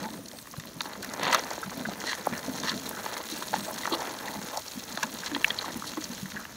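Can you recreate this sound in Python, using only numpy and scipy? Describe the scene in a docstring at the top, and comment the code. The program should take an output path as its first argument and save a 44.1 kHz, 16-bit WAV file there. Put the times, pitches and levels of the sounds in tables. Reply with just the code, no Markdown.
"""Close crunching and knocking: a horse mouths feed pellets in a plastic tub outdoors.
Pellets crack, snap and tick, and are ground and swept about; each contact rings the tub's modes.
The muzzle rumbles and bumps the tub floor. Far off, a small bird gives two rising-falling calls
over a faint, freshening breeze, hiss and a thin high tone."""
import sys
import numpy as np
from scipy import signal
from scipy.fft import rfft, irfft, next_fast_len
from scipy.io import wavfile

SR = 44100
rng = np.random.default_rng(int(sys.argv[2]) if len(sys.argv) > 2 else 0)


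def bounce(signal):
    """Save signal as a 16-bit WAV file at the path given by the first command-line argument."""
    frames = np.transpose(np.atleast_2d(signal))
    limited = np.clip(frames, -1, 1)
    pcm = np.round(limited * 32767).astype(np.int16)
    wavfile.write(sys.argv[1], SR, pcm)


N = 289296

# modes of tub wall and hollow: freq_hz, gain_db, base_t60_s
TUB_MODES = [(321, -0.5, 0.092), (507.6, -3.5, 0.068), (634, 5, 0.03), (873.6, 3.5, 0.035),
             (1007, 8, 0.023), (1335, 6, 0.018), (1510, 6, 0.015), (1757, 6, 0.02), (1990, -1.5, 0.031),
             (2277, -4.5, 0.025), (2745, -1, 0.016), (3340, 4, 0.015), (3692, -3, 0.05), (4090, 9.5, 0.015),
             (4490, 6, 0.016), (5490, 11.5, 0.0066), (6210, 10, 0.0093), (6720, 12, 0.0069),
             (8020, 6, 0.0085), (9220, 15.5, 0.0036), (10060, 9, 0.011), (11170, 17, 0.0029),
             (13160, 12.5, 0.0046), (13750, 12.5, 0.0057), (15200, 20, 0.0021)]


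def pellet_cracks(grind_db):
    """Pellets crack and knock; lesser cracks fall at random, louder under harder grinding."""
    # start_s, peak_db, centre_hz, spread_oct, crumble_s
    main_cracks = [(0.052, -32.5, 1470, 0.58, 0.0065), (0.103, -33, 2500, 1.6, 0.003),
                   (0.386, -31, 3860, 1.1, 0.0043), (0.473, -37, 880, 0.46, 0.0024),
                   (0.537, -31.5, 960, 0.98, 0.0065), (0.598, -29.5, 2020, 0.79, 0.0039),
                   (0.671, -35, 2980, 0.77, 0.002), (0.806, -17.5, 1790, 1.2, 0.0039),
                   (0.855, -28.5, 1030, 1.5, 0.0037), (0.871, -39, 1300, 1.1, 0.003),
                   (0.933, -32, 3830, 0.33, 0.003), (0.953, -30.5, 1260, 1.1, 0.0041),
                   (1.029, -31.5, 1480, 0.83, 0.012), (1.045, -28, 1500, 1.1, 0.0066),
                   (1.136, -24.5, 931, 0.8, 0.0025), (1.195, -22, 724, 0.93, 0.0015),
                   (1.252, -20.5, 3000, 0.8, 0.0036), (1.266, -21, 900, 0.6, 0.0032),
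                   (1.294, -19, 686, 0.88, 0.0025), (1.314, -29, 880, 1.1, 0.0044),
                   (1.3275, -10, 1920, 0.78, 0.0049), (1.336, -14, 1520, 1.1, 0.0019),
                   (1.340, -20, 1980, 0.63, 0.0029), (1.3455, -7, 1910, 1.03, 0.0044),
                   (1.352, -23, 1320, 1.1, 0.0056), (1.394, -20, 5800, 0.15, 0.0011),
                   (1.385, -20, 1020, 1.3, 0.001), (1.511, -19, 930, 1.05, 0.00069),
                   (1.578, -21.5, 614, 0.87, 0.0018), (1.63, -23.5, 1430, 0.19, 0.0052),
                   (1.851, -21.5, 1500, 0.48, 0.0071), (1.886, -25, 620, 0.32, 0.0041),
                   (2.038, -19.5, 780, 1.5, 0.0021), (2.078, -27, 1950, 0.85, 0.0027),
                   (2.13, -16, 1810, 0.94, 0.0022), (2.268, -11, 670, 0.68, 0.0044),
                   (2.335, -25.5, 1920, 0.41, 0.0026), (2.481, -26.5, 550, 0.39, 0.0026),
                   (2.634, -20, 1700, 1.4, 0.0028), (2.694, -15, 4040, 0.24, 0.0053),
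                   (3.061, -20.5, 1170, 1.3, 0.0033), (3.166, -24.5, 1800, 0.88, 0.0075),
                   (3.423, -22.5, 1390, 1.1, 0.0013), (3.53, -21, 674, 0.63, 0.0015),
                   (3.538, -13, 1080, 1.1, 0.0036), (3.56, -28, 1060, 0.54, 0.004),
                   (3.854, -15.5, 1450, 0.93, 0.0015), (3.873, -19.5, 1040, 0.51, 0.0053),
                   (3.912, -27, 820, 0.4, 0.0026), (3.932, -21.5, 880, 0.39, 0.012),
                   (4.28, -27.5, 2000, 0.25, 0.005), (4.572, -23.5, 880, 0.47, 0.0081),
                   (4.973, -17, 1300, 1.27, 0.0033), (5.028, -14, 1410, 1.05, 0.011),
                   (5.234, -25.5, 1670, 0.53, 0.0029), (5.26, -24, 2100, 1.2, 0.021),
                   (5.348, -18, 2760, 0.51, 0.0046), (5.362, -20.5, 860, 1.5, 0.0041),
                   (5.426, -37, 1710, 0.33, 0.0018), (5.444, -6, 2330, 0.34, 0.0016),
                   (5.447, -9, 2640, 0.14, 0.0011), (5.475, -27, 1300, 0.9, 0.0086),
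                   (5.504, -15.5, 3460, 0.1, 0.0035), (5.505, -22, 2010, 0.24, 0.0026),
                   (5.588, -17, 3620, 0.26, 0.0032), (5.643, -23, 1150, 0.47, 0.0036),
                   (5.822, -27, 1240, 0.22, 0.0028), (5.841, -28, 1350, 0.36, 0.0018),
                   (5.971, -24, 740, 1.34, 0.01), (6.365, -26.5, 1630, 0.41, 0.0094)]
    count, low_hz, high_hz, spread_oct, crumble_s = 180, 1200, 8000, 0.9, 0.0012
    when, pitch, size = rng.random((count, 3)).T
    starts = (when * (N - 1)).astype(int)
    peak_db = -32 + 0.6 * (grind_db[starts] - grind_db.mean()) + 4.5 * (2 * size - 1)
    centre_hz = low_hz * (high_hz / low_hz) ** pitch
    lesser = [(at / SR, db, hz, spread_oct, crumble_s) for at, db, hz in zip(starts, peak_db, centre_hz)]
    return fractures(main_cracks + lesser, scatter_db=3.5, t60_scale=0.48, grit_db=-10)


def skin_snaps():
    """Pellet skins snap: a bright body with a finer spray of splinters above it."""
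    # start_s, peak_db, splinter_relative_db
    snaps = [(0.2837, -30.5, -8), (0.5123, -33.5, -11), (0.598, -32, -4), (0.817, -25, -4),
             (1.0278, -30, 0), (1.046, -28, -1), (1.1365, -27, -5), (1.2326, -22, -9), (1.313, -25, -13),
             (1.3274, -16.5, -11), (1.346, -14.5, -4), (1.445, -28.5, -10), (1.5048, -28, -27),
             (1.705, -38, -17), (2.0017, -28, -10), (2.0662, -33, -15), (2.378, -25, -21), (2.6, -24, -26),
             (2.6927, -27, -23), (2.794, -35, -18), (2.892, -41, -20), (3.7773, -39, -15),
             (4.004, -27.5, -15), (4.3404, -33, -17), (4.4306, -31.5, -9), (4.5725, -20, -9),
             (4.681, -28, -18), (4.8374, -28, -22), (4.9247, -28, -21), (5.031, -19.5, -3.5),
             (5.2613, -24.5, -25), (5.445, -29.5, 7), (5.4807, -23.5, -17), (5.186, -35, -18),
             (5.6231, -35, -4), (6.0413, -21.5, -25.5)]
    skin_hz, skin_oct, splinter_hz, splinter_oct, crumble_s = 5740, 0.39, 12000, 0.87, 0.0041
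    skins = [(s, db, skin_hz, skin_oct, crumble_s) for s, db, _ in snaps]
    splinters = [(s, db + rel_db, splinter_hz, splinter_oct, crumble_s / 2) for s, db, rel_db in snaps]
    return fractures(skins + splinters, scatter_db=1, t60_scale=0.41, grit_db=-8.5)


def pellet_ticks():
    """Pellets flicked together: short dry clicks in the highest modes."""
    # start_s, peak_db
    ticks = [(0.3454, -46), (0.4, -36), (0.4718, -43), (0.5197, -34), (0.5754, -34), (0.656, -29),
             (0.7422, -37), (0.7682, -39), (0.8345, -37), (0.8884, -36), (0.9602, -52), (1.1598, -45),
             (1.3004, -32), (1.3354, -19), (1.3414, -26), (1.6177, -29), (1.7756, -27), (2.2672, -22),
             (2.8674, -34), (2.8922, -16), (3.042, -27), (3.0639, -30), (3.231, -31), (3.267, -33),
             (3.2994, -33), (3.4715, -28), (3.5853, -27), (3.7125, -25), (3.9, -25), (3.9494, -25),
             (4.5381, -33), (4.8973, -38), (5.1407, -26), (5.772, -23), (6.2886, -34), (6.3969, -32)]
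    centre_hz, spread_oct, crumble_s = 12100, 0.54, 0.00079
    events = [(start_s, peak_db, centre_hz, spread_oct, crumble_s) for start_s, peak_db in ticks]
    return fractures(events, scatter_db=3, t60_scale=0.3, grit_db=-10)


def fractures(events, scatter_db, t60_scale, grit_db):
    """One click, then a burst of crumbling grit, rung through the tub."""
    out = np.zeros(N)
    for start_s, peak_db, centre_hz, spread_oct, crumble_s in events:
        mode_db = scatter_db * rng.standard_normal((len(TUB_MODES), 1))
        grit = rng.standard_normal(900)
        age = np.arange(len(grit)) / SR / crumble_s
        force = from_db(grit_db) * grit * np.sqrt(age) * np.exp(-2 * age)
        force[0] = 1   # the click
        sound = signal.fftconvolve(struck_tub(centre_hz, spread_oct, t60_scale, mode_db), force)
        add(out, start_s, from_db(peak_db) * sound / np.abs(sound).max())
    return out


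def struck_tub(centre_hz, spread_oct, t60_scale, mode_db=0):
    """Tub impulse response; modes near the contact's pitch ring most."""
    rise_cycles = 0.4
    t = np.arange(2600) / SR
    hz, gain_db, t60_s = np.transpose(TUB_MODES)[:, :, None]
    signs = (-1) ** np.arange(len(TUB_MODES))[:, None]
    focus_db = -6 * (np.log2(hz / centre_hz) / max(spread_oct, 0.15)) ** 2
    decay_db = -60 * t / (t60_scale * t60_s)
    modes = signs * from_db(gain_db + focus_db + mode_db + decay_db) * np.sin(2 * np.pi * hz * t)
    rise = (1 - np.exp(-t * centre_hz / rise_cycles)) ** 2
    return rise * modes.sum(axis=0)


def chewing(grind_db, rattle_db, crackle_db):
    """One uneven lip motion drives small contacts in three bands; gentle nibbling thins them."""
    lips = drift(30)
    density_db = 0.79 * (rattle_db - rattle_db.mean())
    low = contacts(2500, uneven_db=5, clump_db=density_db + 3 * lips + 2.7 * drift(25))
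    grind = from_db(grind_db) * pellet_bed(low, 400, 2500, t60_scale=0.65)
    mid = contacts(1300, uneven_db=4.5, clump_db=density_db + 3.5 * lips + 2.8 * drift(30))
    rattle = from_db(rattle_db) * pellet_bed(mid, 2500, 7500, t60_scale=0.7)
    high = contacts(2500, uneven_db=3.5, clump_db=density_db + 1.8 * lips + 3.4 * drift(50))
    crackle = from_db(crackle_db) * pellet_bed(high, 7500, 16000, t60_scale=0.7)
    return grind + rattle + crackle


def contacts(base_per_s, uneven_db, clump_db):
    """Random clicks of uneven size; clump_db modulates their rate."""
    hits = rng.random(N) < base_per_s * from_db(clump_db) / SR
    size_db = uneven_db * np.minimum(rng.exponential(1, N), 4)
    return hits * from_db(size_db) * rng.choice([-1, 1], N)


def pellet_bed(clicks, low_hz, high_hz, t60_scale):
    """Each contact rings a random third of the tub modes in a band; rms 1."""
    modes = [mode for mode in TUB_MODES if low_hz <= mode[0] < high_hz]
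    picks = rng.random((len(modes), N)) < 1 / 3
    return unit_rms(sum(from_db(gain_db) * ring(clicks * pick, hz, t60_scale * t60_s)
                        for (hz, gain_db, t60_s), pick in zip(modes, picks)))


def lip_sweeps():
    """Lips push pellets along the tub; dense contacts swell and ebb with each stroke."""
    # start_s, length_s, level_db, centre_hz, spread_oct
    strokes = [(0.01, 0.089, -44.5, 850, 0.17), (0.313, 0.063, -52, 635, 0.36),
               (0.835, 0.085, -51, 950, 0.28), (1.199, 0.21, -34.5, 810, 0.88),
               (1.18, 0.24, -37, 2520, 0.54), (2.037, 0.14, -42, 1840, 0.14),
               (2.038, 0.12, -40, 3860, 0.86), (2.297, 0.14, -49.5, 1820, 0.54),
               (2.627, 0.13, -38, 1520, 0.63), (2.631, 0.1, -42, 3870, 0.68),
               (2.903, 0.11, -47, 1490, 0.28), (3.161, 0.071, -44.5, 594, 1.2),
               (3.29, 0.066, -48, 4000, 0.83), (3.516, 0.065, -40.5, 1500, 2.1),
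               (3.649, 0.088, -41.5, 640, 0.85), (3.918, 0.035, -37, 3350, 0.41),
               (3.863, 0.16, -40.5, 650, 1.1), (3.97, 0.2, -44, 606, 0.92), (4.18, 0.24, -46, 830, 0.3),
               (4.496, 0.11, -42.5, 820, 0.69), (4.89, 0.23, -48, 1090, 0.73),
               (5.635, 0.087, -43, 790, 1.5), (5.838, 0.085, -46, 4400, 1.06),
               (6.358, 0.1, -50, 1450, 0.21)]
    clicks = contacts(1500, uneven_db=3.5, clump_db=4.3 * drift(60))
    out = np.zeros(N)
    for start_s, length_s, level_db, centre_hz, spread_oct in strokes:
        size = round(length_s * SR)
        force = clicks[round(start_s * SR):][:size] * np.sqrt(np.hanning(size))
        sound = signal.fftconvolve(struck_tub(centre_hz, spread_oct, t60_scale=0.53), force)
        add(out, start_s, from_db(level_db) * unit_rms(sound))
    return out


def tub_radiation(pellets):
    """Small contacts radiate no bass; the far wall reflects them once."""
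    echo_s, echo_db = 0.002473, -19.5
    direct = highpass(pellets, hz=220)
    out = direct.copy()
    add(out, echo_s, from_db(echo_db) * direct)
    return out


def muzzle_bumps():
    """The soft muzzle presses the floor; two low modes swell and ring."""
    # start_s, level_db, pitch_hz
    bumps = [(0.579, -35.5, 147), (0.765, -37, 174), (1.072, -36, 256), (1.658, -32.5, 193),
             (1.868, -30.5, 210), (2.265, -40.5, 265), (2.321, -37, 182), (2.479, -28.5, 262.7),
             (2.711, -34, 221), (3.322, -37.5, 304), (3.515, -37, 222), (3.581, -31.5, 204),
             (3.92, -26, 335), (4.365, -34, 204), (4.757, -37.5, 253), (4.926, -39.5, 218),
             (5.04, -38.5, 219), (5.5, -42, 222), (5.316, -26, 295.6), (5.344, -31, 288),
             (5.682, -35.5, 250), (5.769, -40, 210), (5.974, -30.5, 312), (6.099, -37.5, 236),
             (6.228, -30, 190), (6.332, -30, 211)]
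    swell_s, t60_s, second_ratio, second_db = 0.009, 0.1, 0.816, -6
    out, t = np.zeros(N), np.arange(9000) / SR
    envelope = (1 - np.exp(-t / swell_s)) * from_db(-60 * t / t60_s)
    for start_s, level_db, pitch_hz in bumps:
        phase = 2 * np.pi * pitch_hz * t
        thud = envelope * (np.sin(phase) + from_db(second_db) * np.sin(second_ratio * phase))
        add(out, start_s, from_db(level_db) * thud / np.abs(thud).max())
    return out * from_db(4 * drift(50))   # dragging lips roughen the ring


def muzzle_rumble(level_db):
    """Low, uneven noise of the working muzzle."""
    # freq_hz, gain_db
    spectrum = [(53, -31), (90, -12.5), (139, -6), (200, 2.5), (280, 2), (403, -8.5), (500, -9), (650, -7),
                (1100, -41)]
    rubbing = rng.standard_normal(N) * from_db(2.5 * drift(25) + 2.5 * drift(6))
    return from_db(level_db) * coloured(rubbing, spectrum)


def bird():
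    """Thin whistles, rising then falling, that waver over the field and echo once."""
    # note_fraction, pitch_hz
    rising = [(0, 7400), (.1, 8450), (.35, 8560), (1, 9850)]
    falling = [(0, 7000), (.13, 8650), (.4, 8250), (.82, 8150), (1, 6700)]
    # start_s, rising_db, falling_db
    calls = [(.085, -62, -59), (3.342, -60, -53)]
    rise_s, pause_s, fall_s, edge_s = 0.19, 0.028, 0.13, 0.006
    echo_s, echo_db = 0.05, -7
    out, waver_db, warble_hz = np.zeros(N), 1.5 * drift(40), 70 * drift(120)
    for call_s, rising_db, falling_db in calls:
        notes = [(call_s, rise_s, rising, rising_db),
                 (call_s + rise_s + pause_s, fall_s, falling, falling_db)]
        for start_s, length_s, glide, level_db in notes:
            t = np.arange(0, length_s, 1 / SR)
            hz = np.interp(t / length_s, *np.transpose(glide)) + warble_hz[round(start_s * SR):][:len(t)]
            fade = np.minimum(np.minimum(t, length_s - t) / edge_s, 1)
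            note = fade * tone(hz, level_db)
            add(out, start_s, note)
            add(out, start_s + echo_s, from_db(echo_db) * note)
    return out * from_db(waver_db)


def breeze():
    """Faint air noise and hiss, slowly freshening."""
    # freq_hz, gain_db
    spectrum = [(18, -48), (36, -6), (55, 3.5), (227, 3.5), (437, -11), (584, -41), (740, -26), (937, -1.5),
                (1720, -5.5), (2680, -9), (4300, -7.5), (4910, -9), (6380, -5), (8520, -20.5), (14400, -13),
                (16000, -25)]
    start_db, rise_db_per_s = -52.5, 0.53
    level_db = start_db + rise_db_per_s * np.arange(N) / SR
    return from_db(level_db) * coloured(rng.standard_normal(N), spectrum)


def whine():
    """A faint high tone, slightly unsteady in pitch."""
    return tone(hz=14002 + 3 * drift(4), rms_db=-76)


def from_db(db):
    return 10 ** (np.asarray(db) / 20)


def unit_rms(x):
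    return x / np.sqrt(np.mean(x ** 2) + 1e-20)


def add(out, start_s, sound):
    at = round(start_s * SR)
    out[at:at + len(sound)] += sound[:N - at]


def tone(hz, rms_db):
    return np.sqrt(2) * from_db(rms_db) * np.sin(2 * np.pi * np.cumsum(hz) / SR)


def highpass(x, hz):
    return signal.sosfilt(signal.butter(3, hz, "high", fs=SR, output="sos"), x)


def drift(rate_hz):
    """Smooth random wander; rms 1."""
    r = np.exp(-2 * np.pi * rate_hz / SR)
    return unit_rms(signal.lfilter([1], [1, -2 * r, r * r], rng.standard_normal(N + SR))[SR:])


def ring(clicks, hz, t60_s):
    """One mode: each click starts a decaying sine."""
    r, w = from_db(-60 / (t60_s * SR)), 2 * np.pi * hz / SR
    return signal.lfilter([0, np.sin(w)], [1, -2 * r * np.cos(w), r * r], clicks + 1e-18)


def coloured(x, spectrum):
    """Filter by (freq_hz, gain_db) points; rms 1."""
    size = next_fast_len(N)
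    hz, gain_db = np.transpose(spectrum)
    bins_hz = np.fft.rfftfreq(size, 1 / SR) + 1
    gain = from_db(np.interp(np.log(bins_hz), np.log(hz), gain_db))
    return unit_rms(irfft(rfft(x, size) * gain, size)[:N])


def scene():
    """Pellets and muzzle in the tub over the far background; mono."""
    # mouth effort: time_s, grind_db, rattle_db, crackle_db, rumble_db
    effort = [(0.0, -41, -46, -54, -39), (0.16, -49.5, -52, -50.5, -37.5), (0.26, -51, -64.5, -54, -46.5),
              (0.32, -55, -55.5, -51, -46), (0.44, -56.5, -54.5, -51, -51.5),
              (0.75, -54.5, -52, -57.5, -45), (0.87, -44, -47.5, -51, -46.5),
              (0.99, -49, -54.5, -58, -50.5), (1.07, -43, -49, -53, -51), (1.3, -35, -43.5, -51, -39.5),
              (1.62, -45, -48.5, -53.5, -50), (1.8, -43.5, -49.5, -51.5, -39.5),
              (2.05, -41, -45.5, -50.5, -46), (2.45, -42, -47, -51, -43.5),
              (2.75, -47, -43.5, -50.5, -40.5), (3.05, -41, -46, -50.5, -46.5),
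              (3.33, -45, -44.5, -48, -51), (3.62, -47, -45, -48, -46), (3.9, -38.5, -43.5, -50, -46.5),
              (4.15, -43.5, -46, -51.5, -48), (4.4, -41.5, -46.5, -50, -43.5), (4.6, -50, -46, -50, -56.5),
              (5.2, -47.5, -46, -52, -47), (5.44, -41, -46, -49.5, -50.5), (5.9, -49, -46, -51.5, -47),
              (6.16, -50.5, -46, -51, -49), (6.45, -45.5, -50.5, -55, -47), (6.56, -52, -49.5, -64, -54)]
    time_s, *columns = np.transpose(effort)
    t = np.arange(N) / SR
    grind_db, rattle_db, crackle_db, rumble_db = [np.interp(t, time_s, db) for db in columns]
    rumble = muzzle_rumble(rumble_db)
    stirring = chewing(grind_db, rattle_db, crackle_db) + lip_sweeps()
    background = breeze() + whine() + bird()
    breaking = skin_snaps() + pellet_ticks() + pellet_cracks(grind_db)
    return (tub_radiation(breaking + stirring) + muzzle_bumps() + rumble + background)[None]


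def record(dry):
    """A small microphone loses the deep bass; the top is cut steeply."""
    top_hz = 15720
    lowpass = signal.ellip(12, 0.1, 70, top_hz, fs=SR, output="sos")
    return signal.sosfilt(lowpass, highpass(dry, hz=29.8))


dry = scene()
out = record(dry)
bounce(out)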